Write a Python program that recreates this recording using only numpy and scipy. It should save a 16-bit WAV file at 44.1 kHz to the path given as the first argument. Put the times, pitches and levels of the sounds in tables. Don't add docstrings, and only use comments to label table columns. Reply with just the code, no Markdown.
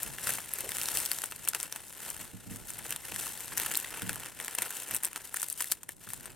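import sys
import numpy as np
from scipy import signal
from scipy.fft import rfft, irfft
from scipy.io import wavfile
from scipy.ndimage import uniform_filter1d

SR = 44100
rng = np.random.default_rng(int(sys.argv[2]) if len(sys.argv) > 2 else 0)


def transcribe(signal):
    frames = np.atleast_2d(signal).T
    limited = np.clip(frames, -1, 1)
    pcm = np.round(limited * 32767).astype(np.int16)
    wavfile.write(sys.argv[1], SR, pcm)


N = 280035
TIME = np.arange(N) / SR
TAPS = 512
CLICK_HZ, SCENE_HZ = np.fft.rfftfreq(TAPS, 1 / SR), np.fft.rfftfreq(N, 1 / SR)
FLEX_HZ, EDGE_HZ, TOP_HZ = 3000, 7000, 16000
LEAD_S = .002

# f/Hz, level/dB
ROOM_COLOUR = [(20, 12), (120, 7), (500, -22), (2000, -42), (9000, 12), (16000, -31)]
# f/Hz, level/dB
HAND_COLOUR = [(20, -11), (42, 4), (75, 0.5), (120, 5), (190, 1), (320, -3.5), (550, -8), (1000, -13),
               (2000, -46)]
# middle t/s, level/dB, half-length/s
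HAND_SHIFTS = [(0.084, -47, .05), (0.304, -51.5, 0.092), (.76, -53, 0.21), (0.97, -52, 0.047),
               (1.15, -59.5, 0.28), (1.503, -59.5, 0.24), (2.156, -56.5, 0.16), (2.554, -53, 0.11),
               (2.8, -53.5, 0.21), (3.205, -52.5, 0.12), (3.62, -50.5, 0.11), (3.944, -54.5, 0.068),
               (4.17, -52, .08), (4.4, -54, 0.03), (4.94, -49, 0.025), (6.264, -54.5, 0.17)]
# tightest t/s, treble level/dB, build-up/s, release/s, flex re treble/dB
FINGER_SQUEEZES = [(.03, -41.5, .1, .14, -6.5), (0.288, -33.5, 0.082, .12, -8), (0.599, -42, .12, .1, -6),
                   (.78, -39, .15, .15, -7.5), (.97, -33.5, .15, .14, -9.5), (1.14, -40.5, 0.051, .16, -11),
                   (1.472, -46, .1, .06, -7), (1.56, -42.5, .025, .05, -5.5), (1.64, -44, .04, .05, -5),
                   (1.76, -47.5, .04, 0.11, -5.5), (1.88, -49, .04, 0.073, -16),
                   (2.072, -41.5, .13, .11, -7), (2.209, -43.5, 0.036, .07, -6.5),
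                   (2.522, -47, .04, .1, -7.5), (2.69, -44, .03, .1, -12.5), (2.79, -47, .04, .04, -1.5),
                   (2.858, -40.5, .025, 0.029, -5.5), (2.92, -44, .03, .05, -3),
                   (3.068, -44.5, .06, .08, -5), (3.208, -37, .1, .17, -9), (3.41, -42.5, 0.066, 0.12, -9),
                   (3.532, -43, .03, .025, -1), (3.6, -36, .035, .17, -6.5), (3.748, -41, .1, .22, -7),
                   (3.962, -45, .1, .14, -0.5), (4.092, -45, .08, .16, -4), (4.259, -45, .08, .05, -2),
                   (4.419, -42.5, .05, .1, -4.5), (4.54, -43, .07, .03, -7), (4.619, -37.5, .045, .07, -5),
                   (4.781, -39.5, .14, .09, -8.5), (4.94, -39.5, .08, .045, -4.5),
                   (5.05, -41.5, .03, .04, -4), (5.168, -45, .03, .04, -2), (5.252, -46, .04, .06, -8.5),
                   (5.37, -40, .03, .05, -14), (5.43, -38.5, .04, .04, -14), (5.511, -47, 0.046, .05, -18),
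                   (5.61, -36.5, .04, .04, -14.5), (5.71, -40.5, .08, .035, -15),
                   (5.916, -50, .018, .025, -12), (6.122, -49, .13, .12, -14),
                   (6.26, -51.5, .06, 0.077, -1)]
# t/s, level/dB
GRIP_SLIDE = [(0, -46.5), (1.3, -47), (1.8, -50.5), (2.6, -48.5), (3.5, -46), (4.35, -48.5), (5.7, -49),
              (5.79, -54.5), (5.97, -66), (6.03, -47.5), (6.35, -54)]
# f/Hz, level/dB
SHEET_COLOUR = [(200, 2.5), (600, -3), (830, 1), (1150, -1.5), (1600, 3.5), (2000, 1), (2300, -2),
                (2700, 1), (4700, -5), (7700, 0), (8500, 3.5), (11000, 1), (14000, -2), (16000, -13)]
# f/Hz, left minus right/dB
TREBLE_BEAM = [(4000, 0), (5800, 0), (7500, 7.5), (8600, 6.5), (11000, 2.5), (14000, 0.6)]
# t/s, treble level/dB, torn edge re treble/dB, flex re treble/dB, ring f/Hz
FRACTURES = [(0.0321, -21.5, -14, -30, 5070), (0.1851, -35, -5, 3.5, 2620),
             (0.2713, -22.5, -12, -5.5, 1500), (0.293, -22.5, -21, -6, 1930), (0.337, -24.5, -9, -21, 5370),
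             (0.3852, -34.5, -13, 4.5, 1500), (0.5369, -20, -41, -20, 2770),
             (0.5865, -26.5, -13, -11, 1700), (0.6067, -24, -25, -18, 2600),
             (0.6919, -25.5, -13, -11, 2100), (0.719, -27.5, -3.5, -4, 3770), (0.8149, -25.5, -2, -5, 2800),
             (0.8574, -26, -2, -11, 4240), (0.8867, -23.5, -3, -7.5, 5500), (0.9723, -18, -7, -11.5, 2630),
             (1.0021, -23, -11, -12, 2000), (1.0528, -24.5, -10, -17, 2700), (1.0603, -22.5, -5, -22, 5530),
             (1.1161, -17.5, -8, -10, 4200), (1.187, -27.5, -4, -8, 3900), (1.219, -27, -9, -13, 2700),
             (1.2381, -27, -9, -1, 1620), (1.241, -24.5, -10.5, -16, 1400), (1.3224, -35.5, -2, 3.5, 885),
             (1.451, -32, -6, -21, 5600), (1.476, -26, -8, -1.5, 1580), (1.487, -13.5, -19, -38, 5950),
             (1.534, -33, 0, 2.5, 1600), (1.5487, -21.5, -5.5, -4.5, 2820), (1.6015, -26, -5, -10.5, 3600),
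             (1.61, -32.5, -3, -15, 5600), (1.63, -23, -13, -13.5, 2300), (1.7254, -27.5, -1, -8, 5800),
             (1.7614, -30.5, -9, -3.5, 1180), (2.1026, -25, -11.5, -31, 5600), (2.672, -37, -19, -18, 1100),
             (2.7886, -31.5, -21, -13, 2100), (2.9069, -22.5, -12.5, -12, 2600),
             (2.9244, -27, -2.5, -3.5, 2900), (2.9621, -26, -7.5, -12, 3770), (3.1207, -37, 0.5, 6, 2440),
             (3.2675, -31, -12, -4, 1300), (3.2794, -33, -5, -13, 2000), (3.4807, -35, -3.5, -5.5, 6300),
             (3.575, -21.5, -9, -7, 1800), (3.5794, -20, -4.5, -19, 6030), (3.5996, -22.5, -7, -7, 1900),
             (3.6637, -37, -1, 8.5, 1690), (3.7146, -25.5, -6, -4, 1900), (3.7482, -30, 2, -1, 3600),
             (3.7544, -23.5, -2, -12.5, 4200), (3.773, -15.5, -21, -32, 4200), (3.8464, -41.5, 5, 12, 2040),
             (4.0202, -27.5, -8, -4.5, 1600), (4.094, -23, -7, -1.5, 1810), (4.26, -35, -3, -0.5, 1000),
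             (4.4008, -31, -7, 2.5, 2700), (4.4815, -28, -6, -1.5, 1600), (4.5505, -23.5, -26, -11, 1900),
             (4.586, -21.5, -4, -4.5, 970), (4.621, -19.5, -15, -9, 1920), (4.6606, -34, -26, 0, 1500),
             (4.8217, -33, -9, -11, 2600), (4.9106, -25, -16, -7, 2700), (4.9475, -18, -22, -12.5, 2800),
             (4.9547, -24, -21, -20, 1500), (4.9644, -20.5, -11, -35, 5150), (5.035, -20.5, -28, -16, 1900),
             (5.048, -18.5, -14.5, -18, 3570), (5.0533, -19.5, -20, -34, 5700),
             (5.1312, -33.5, -14, -7, 2500), (5.1603, -27.5, -5, -3, 1310), (5.2524, -36.5, -10, -19, 6300),
             (5.343, -22.5, -18, -6, 1510), (5.3645, -28, -9, -13, 6400), (5.3706, -24, -12, -7, 1820),
             (5.4181, -23.5, -12, -26, 1500), (5.4298, -20.5, -12, -10.5, 1400),
             (5.4853, -27.5, -11, -16, 5700), (5.5002, -23, -12.5, -24, 4000),
             (5.5272, -23.5, -18, -29, 6200), (5.6063, -24, -4, -5.5, 1400),
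             (5.6098, -21.5, -21, -11, 4200), (5.7166, -19, -10, -40, 4100), (5.7207, -16, -6.5, -14, 4280),
             (5.8325, -34.5, -7, -11, 1400), (5.891, -28.5, -11.5, -5, 1780), (6.0742, -51, -22, 12, 1360),
             (6.1346, -25, -15, -12.5, 1260), (6.2571, -31.5, -14, -9, 1700)]
# t/s, level/dB
TRAY_BUMPS = [(0.058, -48.5), (0.26, -45), (2.193, -51), (2.334, -40), (2.463, -40.5), (2.505, -37.5),
              (2.535, -41), (3.121, -44), (4.022, -35.5), (4.065, -39), (4.1, -38.5), (4.586, -51),
              (4.923, -49), (6.064, -51)]
# f/Hz, level/dB, t60/s
TRAY_MODES = [(44.7, -8, 0.56), (109, 6, 0.25), (184.8, 6.5, 0.19), (243.4, -1, 0.28), (281, 10, 0.062),
              (467, -5.5, 0.145)]


def undb(db):
    return 10 ** (np.asarray(db) / 20)


def together(a_db, b_db):
    return 20 * np.log10(np.hypot(undb(a_db), undb(b_db)))


def unit(x):
    return x / np.sqrt(np.mean(x ** 2))


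def steady(x):
    return x / np.sqrt(uniform_filter1d(np.mean(x ** 2, 0), size=2600) + 1e-9)


def colour(points, hz):
    f, db = np.transpose(points)
    return np.interp(np.log(hz + 1), np.log(f), db)


def band(x, hz, kind):
    return signal.sosfilt(signal.butter(2, hz, kind, fs=SR, output="sos"), x)


def add(out, s, sound):
    i = max(int(s * SR), 0)
    out[:, i:i + sound.shape[1]] += sound[:, :max(N - i, 0)]


def ripple(width_hz):
    knots = np.arange(80)
    return 0.93 * np.interp(CLICK_HZ / width_hz, knots, rng.standard_normal(len(knots)))


def noise(points, opposed, opposed_hz=70):
    against = opposed / (1 + (SCENE_HZ / opposed_hz) ** 3)
    spectra = rfft(rng.standard_normal((2, N))) * undb(colour(points, SCENE_HZ))
    mid, side = spectra * np.sqrt([1 - against, 1 + against])
    return unit(irfft([mid + side, mid - side], N))


def room_tone(db=-69):
    return undb(db) * noise(ROOM_COLOUR, opposed=0.2)


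def handling(rest_db=-60, left_db=-2):
    power = undb(rest_db) ** 2
    for s, db, half_s in HAND_SHIFTS:
        power = power + undb(db) ** 2 * np.exp(-np.minimum(((TIME - s) / half_s) ** 2, 20))
    return noise(HAND_COLOUR, opposed=0.37) * np.sqrt(power) * undb([[left_db], [0]])


def squeezing(fall_db=10.5, roundness=1.35):
    treble, flex = 1e-9, 1e-9
    for s, db, build_s, release_s, flex_db in FINGER_SQUEEZES:
        from_peak = np.maximum((s - TIME) / build_s, (TIME - s) / release_s)
        power = undb(db - fall_db * np.minimum(from_peak, 4) ** roundness) ** 2
        treble = treble + power
        flex = flex + power * undb(flex_db) ** 2
    return 10 * np.log10(treble), 10 * np.log10(flex)


def flake(ring_db, ring_hz=520, scatter_db=3.5):
    db = colour(SHEET_COLOUR, CLICK_HZ) + ring_db * ripple(ring_hz)
    directivity = np.clip((CLICK_HZ - 3300) / 1400, .12, 1)
    side_db = colour(TREBLE_BEAM, CLICK_HZ) / 2 + scatter_db * directivity * ripple(width_hz=855)
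    return undb(db + np.array([side_db, -side_db]))


def tear(run_s, slip, creak, count=5):
    after_s, creak_s = rng.exponential(run_s, count), LEAD_S * rng.random(count)
    slips = slip * rng.standard_normal(count) * np.exp(-after_s / (2 * run_s))
    creaks = creak * rng.standard_normal(count)
    times = np.r_[LEAD_S, LEAD_S + after_s, creak_s]
    return np.r_[1, slips, creaks] @ np.exp(-2j * np.pi * np.outer(times, CLICK_HZ))


def click(gain, crack):
    cepstrum = irfft(np.log(gain + 1e-9))
    cepstrum[:, 1:TAPS // 2] *= 2
    cepstrum[:, TAPS // 2 + 1:] = 0
    return irfft(np.exp(rfft(cepstrum)) * crack)


def breaks(per_s, spread_db, cap_db, bunch_db, ring_db, breadth_db, slip, count=120):
    lows = 1 / (1 + (CLICK_HZ / FLEX_HZ) ** 3)
    clicks = []
    for _ in range(count):
        gain = flake(ring_db) * undb(breadth_db * rng.standard_normal() * lows)
        clicks.append(unit(click(gain, tear(run_s=0.000601, slip=slip, creak=slip / 2))))
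    bunching = undb(bunch_db * unit(band(rng.standard_normal(N), 56.5, "low")))
    size_db = np.minimum(spread_db * rng.exponential(size=N), cap_db)
    size = bunching * undb(size_db) * rng.choice([-1, 1], N)
    which = rng.integers(0, count, N)
    out = np.zeros((2, N))
    for i in np.flatnonzero(rng.random(N) < per_s / SR):
        add(out, i / SR - LEAD_S, size[i] * clicks[which[i]])
    return steady(out)


def voiced(grain, treble, flex, treble_db, edge_db, flex_db, edge_share=0.13):
    lows = 1 / (1 + (SCENE_HZ / FLEX_HZ) ** 10)
    highs = 1 - 1 / (1 + (SCENE_HZ / EDGE_HZ) ** 10)
    edge = treble + edge_share * (flex - treble)
    zones = [(lows, flex + flex_db), (1 - lows - highs, edge + edge_db), (highs, treble + treble_db)]
    spectrum = rfft(grain)
    return sum(undb(db) * steady(irfft(spectrum * share, N)) for share, db in zones)


def crackle(treble, flex, per_s=2100, at_db=-44, follow=0.8, thin_db_per_s=1.17):
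    rate = per_s * undb(follow * (treble - at_db) - thin_db_per_s * (TIME - TIME.mean()))
    grain = breaks(rate, spread_db=6, cap_db=19.5, bunch_db=2, ring_db=6.5, breadth_db=9.5, slip=0.35)
    return voiced(grain, treble, flex, treble_db=-1.2, edge_db=-8.5, flex_db=-2)


def rubbing(treble, flex, squeeze_treble_db=-5, squeeze_flex_db=-2.5, grip_flex_db=-10.5):
    grain = breaks(per_s=7000, spread_db=0, cap_db=13.5, bunch_db=3, ring_db=2, breadth_db=-2, slip=0.91)
    grip = np.interp(TIME, *np.transpose(GRIP_SLIDE))
    rub_treble = together(grip, treble + squeeze_treble_db)
    rub_flex = together(grip + grip_flex_db, flex + squeeze_flex_db)
    return voiced(grain, rub_treble, rub_flex, treble_db=-7.4, edge_db=-12, flex_db=0)


def crumbs(treble_db=-19, flex_db=-16, before_s=.0025, after_s=0.0059):
    t = np.arange(-SR // 20, SR // 10) / SR
    shower = np.exp(np.minimum(t / before_s, -t / after_s))
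    power = np.full((2, N), 1e-9)
    for s, db, _, flex, _ in FRACTURES:
        peak = undb([[db + treble_db], [db + flex + flex_db]]) ** 2
        add(power, s + t[0], peak * shower[t >= -s])
    return 10 * np.log10(power)


def snaps(rows, piece_hz=700, bass_hz=150, ring_db=6, ring_per_flex=0.084, ring_width_hz=480):
    out = np.zeros((2, N))
    zone = np.digitize(CLICK_HZ, [FLEX_HZ, EDGE_HZ])
    centres_hz = [2000, 5000, 8500]
    bass_loss = (CLICK_HZ ** 2 + bass_hz ** 2) / (CLICK_HZ ** 2 + piece_hz ** 2)
    for s, db, edge, flex, hz in rows:
        resonance = np.exp(-((CLICK_HZ - hz) / ring_width_hz) ** 2)
        ring = undb((ring_db + ring_per_flex * (flex + 24)) * resonance)
        gain = flake(ring_db=-2) * bass_loss * ring
        crack = tear(run_s=0.000797, slip=0.64, creak=0.032)
        wanted = undb(db + np.array([flex, edge, 0]))
        for _ in range(3):
            energy = np.mean(np.abs(gain * crack) ** 2, 0) * (CLICK_HZ < TOP_HZ)
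            power = np.bincount(zone, energy) * 2 / (TAPS * SR * .001)
            gain = gain * np.exp(np.interp(CLICK_HZ, centres_hz, np.log(wanted / np.sqrt(power))))
        add(out, s - LEAD_S, click(gain, crack))
    return out


def lesser_fractures(treble, db=-31.5, follow=0.68, scatter_db=4, edge_db=-11, flex_db=-11,
                     flex_scatter_db=5, low_hz=1300, high_hz=6300, count=45):
    strain = np.cumsum(undb(treble / 2))
    when, size, force = rng.uniform(-1, 1, (count, 3)).T
    at = np.searchsorted(strain, strain[-1] * (when + 1) / 2)
    level = db + follow * (treble[at] - np.median(treble)) + scatter_db * force
    flex = flex_db + flex_scatter_db * size
    ring_hz = low_hz * (high_hz / low_hz) ** ((1 - size) / 2)
    return list(zip(at / SR, level, np.full(count, edge_db), flex, ring_hz))


def tray_bumps(push_s=0.0067, apart_rad=0.73, left_db=-3, bump_db=-4, jolt_db=8, jolt_s=0.0041):
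    t, ring = TIME[:SR // 2], 0
    for hz, db, t60 in TRAY_MODES:
        phase = apart_rad * np.sqrt(150 / hz) * np.array([[1], [-1]])
        ring = ring + undb(db) * np.exp(-np.log(1000) * t / t60) * np.sin(2 * np.pi * hz * t + phase)
    jolt = undb(jolt_db) * np.exp(-(2 * (t / jolt_s - 1)) ** 2) * np.array([[.3], [-1]])
    blow = (ring * undb([[left_db], [0]]) + jolt) * (1 - np.exp(-t / push_s))
    out = np.zeros((2, N))
    for s, db in TRAY_BUMPS:
        add(out, s, blow * undb(db + bump_db))
    return out


def tray_scuff(low_hz=370, high_hz=610, db=-46):
    rub = band(rng.standard_normal(N), [low_hz, high_hz], "band")
    gate = np.interp(TIME, [.626, .635, .668, .695], [0, 1, .8, 0])
    return undb(db) * gate * rub / np.sqrt(np.average(rub ** 2, weights=gate))


def room(x, t60=0.02, tail_db=-15, width=0.36, treble_width=0.24, wall_s=0.013, wall_db=-22):
    t = TIME[:SR // 3]
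    mid, side = rng.standard_normal((2, len(t))) * np.exp(-np.log(1000) * t / t60) * (t > .002)
    side = width * side + treble_width * band(side, 6000, "high")
    tail = np.array([mid + side, mid - side]) * undb(tail_db) / np.sqrt(np.sum(mid ** 2))
    tail[:, int(wall_s * SR)] += undb(wall_db)
    return x + signal.oaconvolve(x, tail, axes=1)[:, :N]


def scene(sheet_db=-0.5, low_cut_hz=318):
    squeeze_treble, squeeze_flex = squeezing()
    treble, flex = together([squeeze_treble, squeeze_flex], crumbs())
    crunch = band(crackle(treble, flex) + rubbing(treble, flex), low_cut_hz, "high")
    sheets = crunch + snaps(FRACTURES + lesser_fractures(squeeze_treble))
    return room(undb(sheet_db) * sheets + tray_scuff()) + tray_bumps() + handling() + room_tone()


def record(dry, port_hz=6800, port_width_hz=1000, lag_rad=0.26):
    lag = lag_rad * np.exp(-((SCENE_HZ - port_hz) / port_width_hz) ** 2)
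    right = irfft(rfft(dry[1]) * np.exp(-1j * lag), N)
    top_cut = signal.ellip(8, .2, 70, TOP_HZ, fs=SR, output="sos")
    return signal.sosfilt(top_cut, np.array([dry[0], right]))


dry = scene()
out = record(dry)
transcribe(out)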